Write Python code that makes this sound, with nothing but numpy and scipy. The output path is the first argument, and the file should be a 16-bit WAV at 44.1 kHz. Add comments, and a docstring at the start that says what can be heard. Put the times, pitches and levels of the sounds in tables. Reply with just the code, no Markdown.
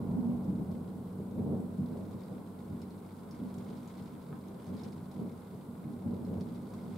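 """A broad peal of thunder, heard indoors at a window at night, rolls on in swells and thumps over rain.
Shock waves from kilometres of lightning arrive one after another and set the room's low modes booming.
Far rain merges into a dull wash; near rain patters on the pane in gusts, and single drops click and ring.
Three heavy drips knock dully on the ledge, and one faint knock sounds within the thunder's roll.
Beneath it all the microphone hisses and whines faintly."""
import sys
import numpy as np
from scipy import signal
from scipy.fft import rfft, irfft
from scipy.io import wavfile
from scipy.ndimage import uniform_filter1d

SR = 44100
rng = np.random.default_rng(int(sys.argv[2]) if len(sys.argv) > 2 else 0)


def log_audio(samples):
    """Write samples as a 16-bit WAV file to the path given in sys.argv[1]."""
    # one column per channel
    frames = np.atleast_2d(samples).T
    # limit to full scale, then quantise
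    limited = np.clip(frames, -1, 1)
    pcm = np.round(limited * 32767).astype(np.int16)
    wavfile.write(sys.argv[1], SR, pcm)


N = 307377
TIME = np.arange(N) / SR
FREQS = np.maximum(np.fft.rfftfreq(N, 1 / SR), 1)


def from_db(db):
    """Decibel scale: amplitude grows tenfold every 20 dB."""
    return 10 ** (np.asarray(db) / 20)


def envelope(points):
    """Linear interpolation: a level at every sample from (time_s, level_db) points."""
    return np.interp(TIME, *np.transpose(points))


def follow(control_db, mean_db, slope):
    """Power law: a level swings about mean_db by slope dB per dB of its control."""
    return mean_db + slope * (control_db - np.mean(control_db))


def response(points):
    """Frequency response: (frequency_hz, gain_db) points joined on a logarithmic frequency axis."""
    hz, db = np.transpose(points)
    return from_db(np.interp(np.log(FREQS), np.log(hz), db))


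def colour(pair, spectrum, width):
    """Spectral shaping of a (mid, side) pair; width filters the side again, and the mid gets rms 1."""
    mid, side = rfft(pair) * response(spectrum)
    out = irfft(np.array([mid, side * response(width)]), N)
    return out / np.sqrt(np.mean(out[0] ** 2))


def noise(spectrum, width):
    """Superposition: countless random arrivals merge into coloured (mid, side) noise."""
    return colour(rng.standard_normal((2, N)), spectrum, width)


def steady(pair, span_s):
    """Normalisation by running rms evens out chance swells longer than the span."""
    power = uniform_filter1d(pair[0] ** 2, int(span_s * SR))
    return pair / np.sqrt(uniform_filter1d(power, int(span_s * SR / 2)) + 1e-9)


def resonate(x, hz, width_hz):
    """Resonance of a damped oscillator, with gain 1 at its peak."""
    r = np.exp(-np.pi * width_hz / SR)
    feedback = [1, -2 * r * np.cos(2 * np.pi * hz / SR), r * r]
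    return signal.lfilter(np.array([1, 0, -1]) * (1 - r * r) / 2, feedback, x + 1e-18)


def reflections(x, t60_s, wet_db, side_db):
    """Reverberation: the window recess and room add a diffuse tail to a close sound, as (mid, side)."""
    t = TIME[:SR // 4]
    tail = rng.standard_normal((2, len(t))) * from_db(-60 * t / t60_s)
    tail *= from_db(wet_db) / np.sqrt(np.sum(tail[0] ** 2))
    wet = signal.oaconvolve(x[None], tail, axes=1)[:, :N]
    return np.array([x + wet[0], from_db(side_db) * wet[1]])


# Spectrum of the hiss, and its side against its mid: frequency_hz, gain_db
HISS_SPECTRUM = [(30, -15), (200, -2), (2000, -2), (4000, 1), (6200, -7.5), (7400, -2), (8600, 1.5),
                 (10000, 0), (12500, 0), (14200, -1), (15700, -4)]
HISS_WIDTH = [(50, -16), (1000, -1), (6000, -1.5), (8500, 0), (15000, -0.5)]
# Electronic tones: pitch_hz, level_db
WHINE_TONES = [(7815, -97), (9796, -96), (14694, -100)]

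def microphone():
    """Electronic self-noise: preamplifier hiss with a few faint pure tones."""
    whine = 0
    for hz, db in WHINE_TONES:
        phase = 2 * np.pi * (hz * TIME + rng.random((2, 1)))
        whine += from_db(db) * np.sqrt(2) * np.sin(phase)
    return from_db(-70.5) * noise(HISS_SPECTRUM, HISS_WIDTH) + whine


# Gusts that drive the rain against the window: time_s, relative_level_db
GUSTS = [(0.0, -76.5), (1.57, -78.5), (2.31, -74.5), (2.52, -76.5), (3.28, -74.5), (3.53, -72.5),
         (4.02, -72.5), (4.44, -76), (4.81, -71), (5.01, -74), (5.82, -76.5), (6.15, -76.5), (6.44, -74),
         (6.97, -73)]
# Spectrum of far rain, and side against mid for far and near rain: frequency_hz, gain_db
WASH_SPECTRUM = [(30, -45), (150, -24), (400, 4), (700, 4.5), (1020, 8), (1180, 0.5), (1450, 0),
                 (1720, -12), (2200, -13), (2700, -26), (5000, -51), (9000, -58)]
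RAIN_WIDTH = [(50, -20), (200, -8.5), (700, -3.5), (1300, -4), (4400, -6), (9000, 0)]

def far_rain():
    """Incoherent addition: distant impacts blur into a dull wash that swells gently with the gusts."""
    level_db = follow(envelope(GUSTS), mean_db=-61, slope=0.44)
    return from_db(level_db) * noise(WASH_SPECTRUM, RAIN_WIDTH)


# Spectrum of small drops on the pane: frequency_hz, gain_db
PATTER_SPECTRUM = [(200, -5), (900, 13.5), (1700, 1.5), (2150, 4.5), (2650, -3.5), (3400, 0.5), (4200, 0),
                   (4900, 0.5), (5900, -6), (8000, -4), (11000, -7), (16000, -16)]

def patter(ticks_per_s=400, spread_db=4.0, spots=14):
    """Shot noise: small drops tick on the pane, thicker and louder in gusts; each spot has its pitch."""
    level_db = follow(envelope(GUSTS), mean_db=-73.5, slope=1.9)
    gust = from_db(level_db - np.mean(level_db))
    sizes = from_db(spread_db * np.minimum(rng.exponential(1, N), 3.2)) * rng.choice([-1, 1], N)
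    lands = rng.random(N) < ticks_per_s * gust / SR
    ticks = sizes * lands / np.sqrt(gust)   # equal power at any rate: level_db alone sets the swell
    landing_spot = rng.integers(0, spots, N)
    pane = 0
    for spot, hz in enumerate(np.geomspace(1800, 11000, spots)):
        ring = resonate(ticks * (landing_spot == spot), hz, hz * .8) / np.sqrt(hz)
        pane += reflections(ring, t60_s=.06, wet_db=5.0, side_db=1.2)
    return from_db(level_db) * colour(pane, PATTER_SPECTRUM, RAIN_WIDTH)


# Single drops on the pane and sill: start_s, relative_level_db, pitch_hz, click_gain_db
DROP_IMPACTS = [(0.4439, -58, 4930, 3), (0.7153, -55.5, 4660, -5), (1.3114, -59, 3420, -1),
                (1.6023, -58, 7820, -10), (1.974, -56, 4740, 6), (2.1096, -57, 3790, -3),
                (2.196, -59, 3860, -12), (2.2348, -54, 4400, -15), (2.817, -50, 4700, -5),
                (2.9064, -55, 4470, -7), (3.31, -50, 5100, -10), (3.5415, -50, 7820, 3),
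                (3.5837, -51, 3900, 13), (3.83, -55, 3230, -5), (3.876, -53, 6680, 4),
                (3.9799, -55, 3970, -9), (4.483, -56, 3950, 5), (4.644, -56, 3400, 0),
                (4.666, -55, 4700, -7), (4.767, -52, 4630, -9), (4.796, -51, 4070, -23),
                (4.8349, -47.5, 4770, -12), (4.9217, -55, 4790, -7), (5.114, -54, 4270, -1),
                (6.2487, -55.5, 4490, -10), (6.4092, -49, 4700, -4), (6.547, -55.5, 4120, -9),
                (6.738, -51, 3880, 8)]

def drops(splash_s=0.0028, relative_bandwidth=.36):
    """Impact excitation: a big drop clicks and rings at a pitch set by its size and where it lands."""
    out, t = np.zeros(N + SR), TIME[:SR // 20]
    click_band = signal.butter(1, [1800, 9000], "band", fs=SR, output="sos")
    for start_s, db, hz, click_db in DROP_IMPACTS:
        splash = rng.standard_normal(len(t)) * np.exp(-t / splash_s)
        width_hz = hz * relative_bandwidth
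        ring = resonate(resonate(splash, hz, width_hz), hz, width_hz)
        tick = ring + from_db(click_db) * signal.sosfilt(click_band, splash)
        onset_rms = np.sqrt(np.mean(tick[:SR // 250] ** 2))
        at = int(start_s * SR)
        out[at:at + len(t)] += from_db(db) * tick / onset_rms
    return from_db(-11.0) * reflections(out[:N], t60_s=.14, wet_db=-3.0, side_db=1.5)


# Dull knocks: three heavy drips on the ledge, and one faint knock within the thunder's roll:
# start_s, relative_level_db
KNOCKS = [(1.941, -48), (3.652, -62), (4.328, -38.5), (6.735, -45)]
# Modes of the ledge, which colour every knock: pitch_hz, gain_db, t60_s
KNOCK_MODES = [(734, -28, 0.024), (1047, -1.5, 0.098), (1275, 2.5, 0.031), (1494, -7, 0.048),
               (2100, -20, 0.018)]

def dull_knocks():
    """Free vibration: a few damped modes start together and die away quickly as a dull knock."""
    out = np.zeros(N)
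    for start_s, db in KNOCKS:
        at = int(start_s * SR)
        t = TIME[:min(SR // 5, N - at)]
        for hz, mode_db, t60_s in KNOCK_MODES:
            decay = from_db(db + mode_db - 60 * t / t60_s)
            detune = rng.normal(1, 0.022)
            out[at:at + len(t)] += decay * np.sin(2 * np.pi * hz * detune * t)
    return from_db(-11.5) * reflections(out, t60_s=0.24, wet_db=-2, side_db=0.0)


# Low modes of the room: pitch_hz, bandwidth_hz, mid_gain_db, side_gain_db
ROOM_MODES = [(93.5, 16.5, 3.5, -16.5), (188.9, 11.8, 8, -7), (235.4, 9, 4.5, 6), (288.3, 9.8, -1.5, -12.5),
              (395, 6.7, 4, 0.5), (426, 16, -3, -17), (464, 5.7, 3.5, 6)]

def room_boom(pair):
    """Standing waves of the room lift their own pitches, each with its own stereo width."""
    out = pair + sum(from_db([[mid_db], [side_db]]) * resonate(pair, hz, width_hz)
                     for hz, width_hz, mid_db, side_db in ROOM_MODES)
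    return out / np.sqrt(np.mean(out[0] ** 2))


def cross_mode(drive_power, hz=240.2, width_hz=15.2, build_s=0.045, side_db=-11):
    """Energy storage: a standing wave between the side walls builds under heavy swells and hums on."""
    excitation = rng.standard_normal((2, N + SR))   # an extra second lets the resonance settle
    ring = resonate(resonate(excitation, hz, width_hz), hz, width_hz)
    hum = steady(ring[:, SR:], span_s=0.026)
    retained = np.exp(-1 / (build_s * SR))
    stored_db = 10 * np.log10(signal.lfilter([1 - retained], [1, -retained], drive_power))
    level_db = follow(stored_db, mean_db=-52, slope=1.14)
    return from_db(level_db) * hum * from_db([[0], [side_db]])


# Thumps that stand out of the roll: peak_s, level_db, length_s, growl_gain_db, bass_gain_db
THUMPS = [(0.134, -32.5, 0.024, -16, -10), (0.3, -38, 0.011, -25, -2), (0.504, -31.5, .03, -21, -9),
          (0.606, -34, .025, -14.5, -10), (0.713, -38.5, .03, -15, -13), (1.204, -37.5, 0.011, -8.5, -7),
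          (1.404, -33.5, 0.031, -9, -10), (1.471, -43.5, 0.013, 1.5, 0), (1.534, -33, 0.042, -6, -11.5),
          (1.807, -31, 0.018, -21, -10), (1.96, -44, 0.052, -3, -5), (2.148, -39, 0.01, -15, -21),
          (2.329, -41.5, 0.019, -6.5, -14), (2.73, -41, 0.032, -13, -5), (2.84, -42, 0.0085, -20, -18),
          (3.423, -37.5, .022, -19, -14), (3.467, -46, 0.015, -19, -9), (3.591, -40.5, 0.018, -12, -7),
          (3.71, -43, 0.025, -10, -13), (4.016, -41.5, 0.022, -24, -12), (4.328, -43.5, 0.028, -9.5, -9),
          (4.514, -47, 0.056, -5.5, -9), (4.723, -38.5, 0.035, -11, -6), (4.874, -44, 0.044, -7, -14),
          (5.036, -47, 0.074, -14, -4.5), (5.223, -37, 0.043, -8, -14.5), (5.547, -47, 0.023, -5.5, -7),
          (5.697, -46.5, 0.029, -20, -7), (5.869, -40, .045, -29, -20), (6.068, -30, 0.011, -18, -23),
          (6.128, -39.5, .035, -6.5, -6), (6.323, -38.5, 0.045, -8, -8), (6.39, -37.5, 0.032, -10, -8),
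          (6.53, -40.5, 0.016, -18, -16), (6.923, -47, 0.037, -15, -5)]

def thump_power(rise_lengths=0.96, fall_lengths=0.98):
    """Incoherent arrivals add in power: each thump swells and dies away in rumble, growl and bass."""
    power = np.zeros((3, N))
    for peak_s, db, length_s, growl_db, bass_db in THUMPS:
        age = (TIME - peak_s) / length_s
        fade = np.where(age < 0, (age / rise_lengths) ** 2, age / fall_lengths)
        peak_power = from_db([[db], [db + growl_db], [db + bass_db]]) ** 2
        power += peak_power * np.exp(-np.minimum(fade, 20))
    return power


def first_peal(centre_s, half_length_s, lift_db):
    """Gaussian envelope in decibels: a gain that rises and falls with the opening peal."""
    return from_db(lift_db * np.exp(-((TIME - centre_s) / half_length_s) ** 2))


# The long roll under the thumps: time_s, relative_level_db
ROLL = [(0.0, -38.5), (0.39, -39.5), (0.6, -42.5), (0.79, -43), (1.03, -44.5), (1.55, -43), (2.45, -48),
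        (2.87, -47), (3.13, -50), (3.55, -46), (3.96, -49.5), (5.63, -50.5), (6.23, -43), (6.6, -45.5),
        (6.97, -45)]
# Spectra of the thunder's registers, lowest to highest: frequency_hz, gain_db
UNDERTOW_SPECTRUM = [(12, -35), (27, -7), (39, 18), (52, 3), (65, -23), (100, -26), (200, -77)]
BASS_SPECTRUM = [(30, -39), (52, -18), (62, -7), (78, -6.5), (97, 4), (115, -2.5), (150, 6.5), (250, -62)]
RUMBLE_SPECTRUM = [(60, -28.5), (90, -15.5), (116, -8.5), (145, 0.5), (180, 1), (240, -1.5), (275, -9.5),
                   (320, -7), (370, -23), (500, -38), (900, -86)]
GROWL_SPECTRUM = [(180, -42), (290, 3), (400, 0.5), (520, -2), (640, -7), (800, -13.5), (1100, -33),
                  (1700, -78)]
EDGE_SPECTRUM = [(400, -21), (650, 4), (850, 3.5), (1080, -1), (1250, -11), (1450, -19.5), (1750, -37),
                 (3000, -49)]
# Side against mid for the thunder: frequency_hz, gain_db
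THUNDER_WIDTH = [(60, -8), (110, -18), (200, -14.5), (380, -8.5), (700, -5.5), (1300, -1)]

def thunder():
    """Travel time spreads lightning's shock waves into a roll; nearer stretches keep more midrange."""
    roll_db = envelope(ROLL) + 1
    growl_db = follow(roll_db, mean_db=-53, slope=0.76)
    bass_db = follow(roll_db, mean_db=-53.5, slope=1)
    rumble_power, growl_power, bass_power = from_db([roll_db, growl_db, bass_db]) ** 2 + thump_power()
    edge_db = follow(10 * np.log10(growl_power), mean_db=-66, slope=0.77)
    undertow_db = follow(roll_db, mean_db=-72, slope=1)

    def booming(power, spectrum, span_s):
        """Forced response: one register sounds through the room modes at the given power."""
        return np.sqrt(power) * steady(room_boom(noise(spectrum, THUNDER_WIDTH)), span_s)

    rumble = booming(rumble_power, RUMBLE_SPECTRUM, span_s=0.066)
    growl = booming(growl_power, GROWL_SPECTRUM, span_s=0.054)
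    edge = from_db(edge_db) * noise(EDGE_SPECTRUM, THUNDER_WIDTH)
    bass = booming(bass_power, BASS_SPECTRUM, span_s=0.1)
    undertow = from_db(undertow_db) * steady(noise(UNDERTOW_SPECTRUM, THUNDER_WIDTH), span_s=.2)
    # The first peal is the broadest in spectrum and sets off the strongest hum.
    edge *= first_peal(centre_s=0.28, half_length_s=0.5, lift_db=5.5)
    undertow *= first_peal(centre_s=.35, half_length_s=.4, lift_db=4.6)
    hum = cross_mode(rumble_power) * first_peal(centre_s=0.29, half_length_s=0.11, lift_db=13.3)
    return undertow + bass + rumble + growl + edge + hum


def scene():
    """Superposition: the sources add as mid and side, whose sum and difference are left and right."""
    mid, side = far_rain() + patter() + thunder() + drops() + dull_knocks() + microphone()
    return np.array([mid + side, mid - side]) * from_db([[-.2], [.15]])


def record(dry, fade_in_s=.004, cutoff_hz=15720):
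    """Band limiting: a steep low-pass cuts the top, after a brief fade-in that avoids a click."""
    low_pass = signal.ellip(12, .1, 90, cutoff_hz, fs=SR, output="sos")
    return signal.sosfilt(low_pass, dry * np.minimum(TIME / fade_in_s, 1))


dry = scene()
out = record(dry)
log_audio(out)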